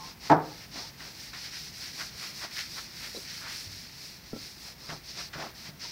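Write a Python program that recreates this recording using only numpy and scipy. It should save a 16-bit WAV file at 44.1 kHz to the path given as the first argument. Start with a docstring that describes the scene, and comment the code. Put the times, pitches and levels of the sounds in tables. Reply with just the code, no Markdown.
"""A cloth pad scrubs stain into the wooden panel of a piece of furniture, close by, in a workshop.
Friction makes filtered slip noise: hiss and fizz with every stroke, rasp where the cloth bites,
scrape and panel boom under pressure. Brief squeaks are unsteady sines; scuffs are noise bursts.
Early on a loose board chatters in its frame (damped modes and noise); soft bumps (damped sines) follow.
A diffuse tail answers these single events, over a workshop floor of coloured noise."""
import sys
import numpy as np
from scipy import signal
from scipy.fft import rfft, irfft
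from scipy.io import wavfile

SR = 44100
rng = np.random.default_rng(int(sys.argv[2]) if len(sys.argv) > 2 else 0)


def master(y):
    """Save y as 16-bit WAV."""
    cut = np.clip(np.atleast_2d(y).T, -1, 1)
    pcm = np.round(cut * 32767)  # scale
    wavfile.write(sys.argv[1], SR, pcm.astype(np.int16))


N = 260631
T = np.arange(N) / SR  # time axis [s]

# All spectra below give only a shape: the noise is brought to rms 1 after colouring.
# Pushes or pulls of the pad, the hand leaning in once during each; nominal voice levels:
# (start [s], length [s], lean peak after start [s], lean half length [s],
#  hiss [dB], rasp [dB], scrape of the wood [dB], fizz [dB])
PAD_STROKES = [ (-.045, 0.19, 0.13, 0.036, -45, -53, -50.5, -62),
               (0.198, 0.16, 0.063, 0.032, -43, -48, -51.5, -58),
               (0.411, .26, 0.23, 0.029, -47, -48, -59, -62),
               (.71, 0.2, 0.068, 0.038, -40, -46.5, -46, -59.5),
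               (.965, 0.22, 0.083, .06, -47, -52, -54, -59.5),
               (1.134, 0.19, .13, 0.099, -46, -55, -67, -56),
               (1.319, 0.2, 0.15, .028, -41, -43.5, -56, -55.5),
               (1.505, .21, .038, .04, -40, -45, -60, -54),
               (1.72, 0.22, 0.13, 0.04, -41.5, -46, -57.5, -53),
               (1.922, 0.18, 0.081, 0.026, -39.5, -48, -52.5, -51),
               (2.147, 0.19, 0.1, 0.058, -42, -46, -56, -52),
               (2.328, 0.15, 0.12, .022, -40, -50, -46.5, -51),
               (2.508, .17, 0.084, 0.022, -37.5, -36, -52, -50.5),
               (2.66, .22, 0.12, .039, -41, -51, -54, -52),
               (2.926, 0.25, 0.12, .039, -42.5, -43.5, -54, -52.5),
               (3.123, .15, 0.045, .016, -42, -60, -55.5, -51),
               (3.242, 0.25, 0.057, 0.091, -42, -47, -61, -54),
               (3.467, .22, 0.046, 0.072, -39.5, -45.5, -59.5, -50),
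               (3.67, .21, 0.045, .04, -44.5, -56, -72, -56),
               (3.926, .27, .11, 0.054, -46, -61, -69, -56.5),
               (4.23, 0.15, 0.035, .035, -50.5, -63, -68, -66),
               (4.341, 0.23, 0.082, 0.06, -44.5, -58, -60.5, -56),
               (4.555, 0.19, 0.13, 0.043, -44.5, -54, -55, -55),
               (4.782, 0.22, 0.15, 0.027, -44, -62, -44.5, -59),
               (5.035, .12, 0.071, 0.025, -42.5, -60, -61, -61),
               (5.134, 0.16, .06, 0.028, -39, -46.5, -48, -56.5),
               (5.323, 0.2, .095, 0.069, -47, -49, -42.5, -64),
               (5.541, 0.17, 0.14, 0.031, -44, -46.5, -51.5, -58),
               (5.793, 0.15, 0.041, .032, -39.5, -45.5, -52, -62)]
# Glide of the pad, which never quite stops at its turns: (time [s], level of the lasting hiss [dB])
TURN_GLIDE = [(0, -65), (.4, -63), (.68, -57), (.95, -58), (1.3, -58), (1.7, -52), (2.15, -49), (2.9, -50),
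              (3.6, -54), (3.9, -51), (4.25, -58.5), (5.9, -62)]
# Spectrum of the cloth's hiss: (frequency [Hz], density [dB per Hz])
HISS_SPECTRUM = [(900, -37.5), (1700, -12.5), (2050, -10), (2500, -8.5), (3000, -12.5), (3600, -8),
                 (4300, -1), (5200, 0.5), (5800, -2.5), (6500, -12), (7300, -19.5), (9000, -24),
                 (16000, -47.5)]
# Spectrum of the biting cloth's rasp: (frequency [Hz], density [dB per Hz])
RASP_SPECTRUM = [(700, -49), (1300, -3), (2050, 4), (2900, -2), (4000, -4), (6000, -12.5), (8000, -23),
                 (11000, -26), (16000, -17)]
# Spectrum of the cloth's high fizz: (frequency [Hz], density [dB per Hz])
FIZZ_SPECTRUM = [(4000, -39.5), (6500, 3), (8000, 1), (10500, -1.5), (13000, -1), (15500, -5)]
# Spectrum of the scraped wood: (frequency [Hz], density [dB per Hz])
SCRAPE_SPECTRUM = [(100, -18), (300, -0.5), (600, -4), (950, 0), (1400, -2), (2200, -24), (4000, -55.5)]
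# Spectrum of the whole panel flexing: (frequency [Hz], density [dB per Hz])
BOOM_SPECTRUM = [(60, -31), (150, -6), (220, -1.5), (330, -5), (480, -9), (680, 3.5), (900, -6.5),
                 (1500, -35.5), (4000, -51.5)]
# Spectrum of the workshop floor: (frequency [Hz], density [dB per Hz])
SHOP_SPECTRUM = [(20, -18), (32, -9), (52, 6), (80, 0.5), (150, 5.5), (260, -2.5), (500, -10), (900, -10),
                 (1200, -13), (2000, -9.5), (3000, -15.5), (4900, -15.5), (7300, -23.5), (11300, -23.5),
                 (14800, -15.5), (16000, -17)]
# Squeaks of the wet pad: (middle [s], level [dB], mean pitch [Hz], half length [s])
PAD_SQUEAKS = [(0.014, -46, 888, 0.049), (0.023, -47, 1060, 0.052), (0.52, -48, 820, 0.009),
               (0.845, -48, 883, 0.019), (3.165, -38, 4000, 0.012), (5.855, -45, 948, 0.0084)]
# Decay of the workshop's tail: (frequency [Hz], t60 [s])
ROOM_T60 = [(100, 0.39), (300, 0.64), (800, 0.41), (2000, 0.73), (8000, 0.13)]
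# Main modes of the loose board: (frequency [Hz], level at the end of the build-up [dB], t60 [s])
BOARD_MODES = [(153.6, -22, 0.3), (302.6, -24.5, 0.13), (305.5, -22.5, 0.27), (364, -47, 0.39),
               (444.6, -24.5, 0.37), (519, -30, 0.41), (573, -39, 0.29), (644, -19.5, 0.16),
               (681, -16, 0.18), (740, -34, 0.29), (766, -25.5, 0.35), (840, -25, 0.14), (855.6, -16, 0.16),
               (883.6, -18, 0.11), (964, -16, 0.11), (1023, -41, 0.42), (1080, -42, 0.3), (1148, -27, 0.33),
               (1317, -28, 0.19), (1344, -31, 0.28), (1465, -41.5, 0.37), (1650, -47, .24),
               (1700, -37, 0.12), (1800, -64, 0.23)]
# Spectrum of the board's crowded small modes: (frequency [Hz], density [dB per Hz])
CROWDED_SPECTRUM = [(20, -44), (40, -25), (65, -24.5), (100, -33), (135, -40), (190, -10), (245, -16),
                    (300, -6), (450, 1.5), (560, -1.5), (680, 4), (800, 3.5), (1200, -7.5), (1800, -9.5),
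                    (2400, -17.5), (3000, -22.5), (4800, -18), (7000, -33), (15000, -52)]
# Decay of those crowded modes: (frequency [Hz], t60 [s])
CROWDED_T60 = [(200, 0.18), (900, 0.081), (1600, 0.2), (2500, 0.072), (4500, 0.0348), (12000, 0.048)]
# Strikes of the board on its frame: (time [s], nominal level [dB])
FRAME_CONTACTS = [(0.2969, -30), (0.2999, -14.5), (0.3094, -30), (.3160, -16.5), (0.3223, -23.5),
                  (0.338, -33), (.367, -34), (0.398, -38)]
# Soft bumps of the hand: (time [s], level [dB], pitch [Hz], t60 [s], level of the wood's short knock [dB])
HAND_BUMPS = [(0.756, -44, 264, 0.13, -54), (3.1467, -35, 480, 0.054, -55), (3.163, -41, 397, 0.1, -46),
              (3.172, -40.5, 378, 0.11, -52), (3.662, -42.5, 99, 0.35, -70),
              (4.3305, -30.5, 228.3, 0.14, -38), (4.362, -36, 286, 0.083, -40.5),
              (4.89, -39.5, 153, 0.25, -41.5), (5.355, -39, 149.5, 0.24, -45),
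              (5.689, -44.5, 151, 0.32, -50)]
# Panel modes rung by a bump: (frequency [Hz], level relative to that knock [dB], t60 [s])
PANEL_MODES = [(440, -2, 0.074), (552, -5, 0.096), (633, -1, .035), (807, -8.5, 0.053), (970, -12, .04),
               (1346, -11.5, 0.15)]
# Catches of the cloth that tear loose: (peak [s], level [dB], rise [s], t60 [s])
CLOTH_SCUFFS = [(1.005, -44, 0.0078, 0.2), (1.336, -40, .0035, 0.26), (1.534, -48, .004, .05),
                (2.017, -39, 0.024, 0.14), (2.238, -42.5, .016, .11), (2.435, -39, 0.022, 0.18),
                (2.59, -43, .009, .047), (2.789, -40.5, 0.02, 0.1), (3.481, -41, 0.067, .25),
                (4.906, -38, 0.015, 0.11), (5.211, -43, 0.0059, 0.11), (5.336, -38.5, 0.0047, 0.23),
                (5.409, -41, .011, 0.25)]
# Spectrum of those scuffs: (frequency [Hz], density [dB per Hz])
SCUFF_SPECTRUM = [(150, -30), (400, -7), (550, -7), (850, 2), (1400, 8), (2100, 6.5), (3000, -2), (5000, 1),
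                  (7000, -12), (15000, -50)]

# Share of each voice's amplitude left while the hand is not leaning in
HISS_LIGHT, RASP_LIGHT, SCRAPE_LIGHT, FIZZ_LIGHT = 0.67, 0.25, 0.28, 0.85
# Power of the pad's speed (a half sine from turn to turn) that each voice follows; scrape uses the rasp's
HISS_ARCH, RASP_ARCH, FIZZ_ARCH = 0.43, 0.4, 0.61
GLIDE_RASP_DB, GLIDE_SCRAPE_DB, GLIDE_FIZZ_DB = -8, -16.5, -14.5  # relative to the gliding hiss
BOOM_PIVOT_DB, BOOM_GROWTH = -41.5, 1.65  # level where boom equals nominal scrape; boom dB per scrape dB
SHOP_DB, SHOP_SWELL_DB = -51.5, 0.5  # mean level and rms wander of the floor
ROOM_DB = -20.5  # gain of the diffuse tail
EDGE_HZ = 15800  # upper band edge


def amp(db):
    """Logarithmic level: 20 dB is a tenfold amplitude."""
    return 10 ** (np.asarray(db) / 20)


def unit(x):
    """Normalisation: scales x to rms 1."""
    return x / np.sqrt(np.mean(x ** 2) + 1e-20)


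def read(points, hz):
    """Interpolation: reads a table on a log-frequency axis."""
    f, value = np.transpose(points)
    return np.interp(np.log(hz + 1), np.log(f + 1), value)


def colour(x, spectrum):
    """Linear filtering: weights the spectrum of x by a table, then sets rms 1."""
    gain = amp(read(spectrum, np.fft.rfftfreq(len(x), 1 / SR)))
    return unit(irfft(rfft(x) * gain, len(x)))


def wander(hz, size=N):
    """Low-passed noise: slow chance of rms 1, up to about hz."""
    f = np.fft.rfftfreq(size, 1 / SR)
    return unit(irfft(rfft(rng.standard_normal(size)) / (1 + (f / hz) ** 2), size))


def fade(x, t60s):
    """Frequency-dependent damping: each band of x dies at its own speed."""
    hz, t, bands = signal.stft(x, SR, nperseg=256)
    decay = amp(-60 * t / read(t60s, hz)[:, None])
    return signal.istft(bands * decay, SR, nperseg=256)[1][:len(x)]


def place(s, sound):
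    """Time shift: sets a short sound into the scene, starting at s."""
    return np.interp(T - s, T[:len(sound)], sound, left=0, right=0)


def fibres(per_s, spread_db, share):
    """Shot noise: countless tiny slips blur into noise; larger snags stand out as clicks."""
    size_db = spread_db * np.minimum(rng.exponential(1, N), 4)
    snags = (rng.random(N) < per_s / SR) * rng.choice([-1, 1], N) * amp(size_db)
    return unit(rng.standard_normal(N) + share * unit(snags))


def rubbing(levels_db, light, arch, glide_db=0):
    """Speed and load set friction level [dB]: strokes speed up, swell at the lean and slow for the turn."""
    power = amp(np.interp(T, *np.transpose(TURN_GLIDE)) + glide_db) ** 2
    for (start, length, lean_after, lean_half, *_), db in zip(PAD_STROKES, levels_db):
        during = (T > start) & (T < start + length)
        t = T[during] - start
        speed = abs(np.sin(np.pi * t / length))
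        lean = np.exp(-((t - lean_after) / lean_half) ** 2)
        load = light + (1 - light) * lean
        power[during] += (amp(db) * speed ** arch * load) ** 2
    return 10 * np.log10(power)


def pad():
    """Stick-slip friction of cloth on wet wood: uneven grip shakes hiss, rasp and panel together."""
    hiss_db, rasp_db, scrape_db, fizz_db = np.transpose(PAD_STROKES)[4:]
    grip = wander(hz=55)

    hiss_level = rubbing(hiss_db, HISS_LIGHT, HISS_ARCH) + 0.45
    hiss_level = hiss_level + 0.5 * grip + 0.5 * wander(hz=90)
    hiss = colour(fibres(per_s=2500, spread_db=1.0, share=0.58), HISS_SPECTRUM) * amp(hiss_level)

    rasp_level = rubbing(rasp_db, RASP_LIGHT, RASP_ARCH, GLIDE_RASP_DB) + 1.0 * grip
    rasp = colour(fibres(per_s=900, spread_db=5.0, share=0.33), RASP_SPECTRUM) * amp(rasp_level)

    fizz_level = rubbing(fizz_db, FIZZ_LIGHT, FIZZ_ARCH, GLIDE_FIZZ_DB) + 0.5 * wander(hz=30)
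    fizz = colour(fibres(per_s=1600, spread_db=0, share=0.6), FIZZ_SPECTRUM) * amp(fizz_level)

    pressure_db = rubbing(scrape_db, SCRAPE_LIGHT, RASP_ARCH, GLIDE_SCRAPE_DB)
    scrape_level = pressure_db - 1.5 + 0.75 * grip
    scrape = colour(fibres(per_s=400, spread_db=2.5, share=0.92), SCRAPE_SPECTRUM) * amp(scrape_level)

    # only hard pushes flex the whole panel, so its boom grows faster than the scrape
    boom_level = BOOM_GROWTH * (pressure_db - BOOM_PIVOT_DB) + BOOM_PIVOT_DB + 1.3 * grip
    boom = colour(fibres(per_s=180, spread_db=3.5, share=0.45), BOOM_SPECTRUM) * amp(boom_level)
    return hiss + rasp + fizz + scrape + boom


def shop():
    """Stationary coloured noise: the workshop's rumble and faint hiss, swelling only slightly."""
    level_db = SHOP_DB + SHOP_SWELL_DB * wander(hz=0.77)
    return colour(rng.standard_normal(N), SHOP_SPECTRUM) * amp(level_db)


def squeaks():
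    """Synchronised stick-slip: for a moment the slips fall into step and give an unsteady tone."""
    out = np.zeros(N)
    for s, db, hz, half in PAD_SQUEAKS:
        turns = np.cumsum(hz * (1 + 0.031 * wander(hz=150))) / SR
        envelope = np.exp(-((T - s) / half) ** 2)
        out += amp(db) * envelope * np.sin(2 * np.pi * turns)
    return out


def room(x):
    """Diffuse reverberation: convolution with a noise tail whose bands decay by ROOM_T60."""
    tail = fade(rng.standard_normal(SR), ROOM_T60) * (1 - np.exp(-T[:SR] / 0.011))
    return signal.fftconvolve(x, tail / np.linalg.norm(tail))[:N]


def knock(build_s=0.019, first_share=0.21, rattle_turns=0.14):
    """Modal resonance: chatter pumps up the board's modes, which ring out; contacts add crowded ones."""
    t, modes = T[:SR], np.zeros(SR)
    build = np.minimum(first_share + t / build_s * (1 - first_share), 1)
    swell = build * (1 - np.exp(-t / 0.0014))
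    free = np.maximum(t - build_s, 0)  # time since the build-up ended
    for hz, db, t60 in BOARD_MODES:
        # the shifting seat of the board smears its modes as they die, high ones most
        blur = rattle_turns * np.minimum(t / 0.03, 2) * np.sqrt(hz / 500) * wander(hz=24.7, size=SR)
        modes += amp(db - 60 * free / t60) * np.sin(2 * np.pi * (hz * t + rng.random() + blur))
    # the first contact only grazes; the second starts the ringing
    out = place(FRAME_CONTACTS[1][0], swell * modes)
    for s, db in FRAME_CONTACTS:
        crowd = fade(colour(rng.standard_normal(SR), CROWDED_SPECTRUM), CROWDED_T60)
        crowd = crowd * (1 - np.exp(-t / 0.00012))
        out += place(s, amp(db - 2.5) * crowd)
    return out


def bumps(rough=0.67):
    """Damped oscillation: the padded hand swings the wood unevenly, with a short knock on top."""
    t, out = T[:SR], np.zeros(N)
    onset = 1 - np.exp(-t / 0.00053)
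    for s, db, hz, t60, knock_db in HAND_BUMPS:
        unevenness = 1 + rough * wander(hz=0.62 * hz, size=SR)
        swing = amp(db - 60 * t / t60) * np.sin(2 * np.pi * hz * t) * unevenness
        tap = np.zeros(SR)
        for mode_hz, level, decay in PANEL_MODES:
            mode = np.sin(2 * np.pi * (mode_hz * t + rng.random()))
            tap += amp(knock_db + level - 60 * t / decay) * mode
        out += place(s, (swing + tap) * onset)
    return out


def scuffs():
    """Stored strain released: slips build as the cloth drags and die when it breaks free."""
    level = np.zeros(N)
    for s, db, rise, t60 in CLOTH_SCUFFS:
        build = np.exp(-(np.minimum(T - s, 0) / rise) ** 2)
        level += amp(db - 60 * np.maximum(T - s, 0) / t60) * build
    return colour(fibres(per_s=790, spread_db=4, share=0.34), SCUFF_SPECTRUM) * level


def scene():
    """Superposition: the pad up close, with knock, bumps, scuffs and squeaks also stirring the room."""
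    hits = knock() + bumps() + scuffs() + squeaks()
    return (pad() + hits + amp(ROOM_DB) * room(hits) + shop())[None]


def record(dry):
    """Band limiting: a linear-phase low-pass filter with its edge at EDGE_HZ."""
    low_pass = signal.firwin(601, EDGE_HZ, window=("kaiser", 8), fs=SR)
    return signal.oaconvolve(dry, low_pass[None], "same")


dry = scene()
out = record(dry)
master(out)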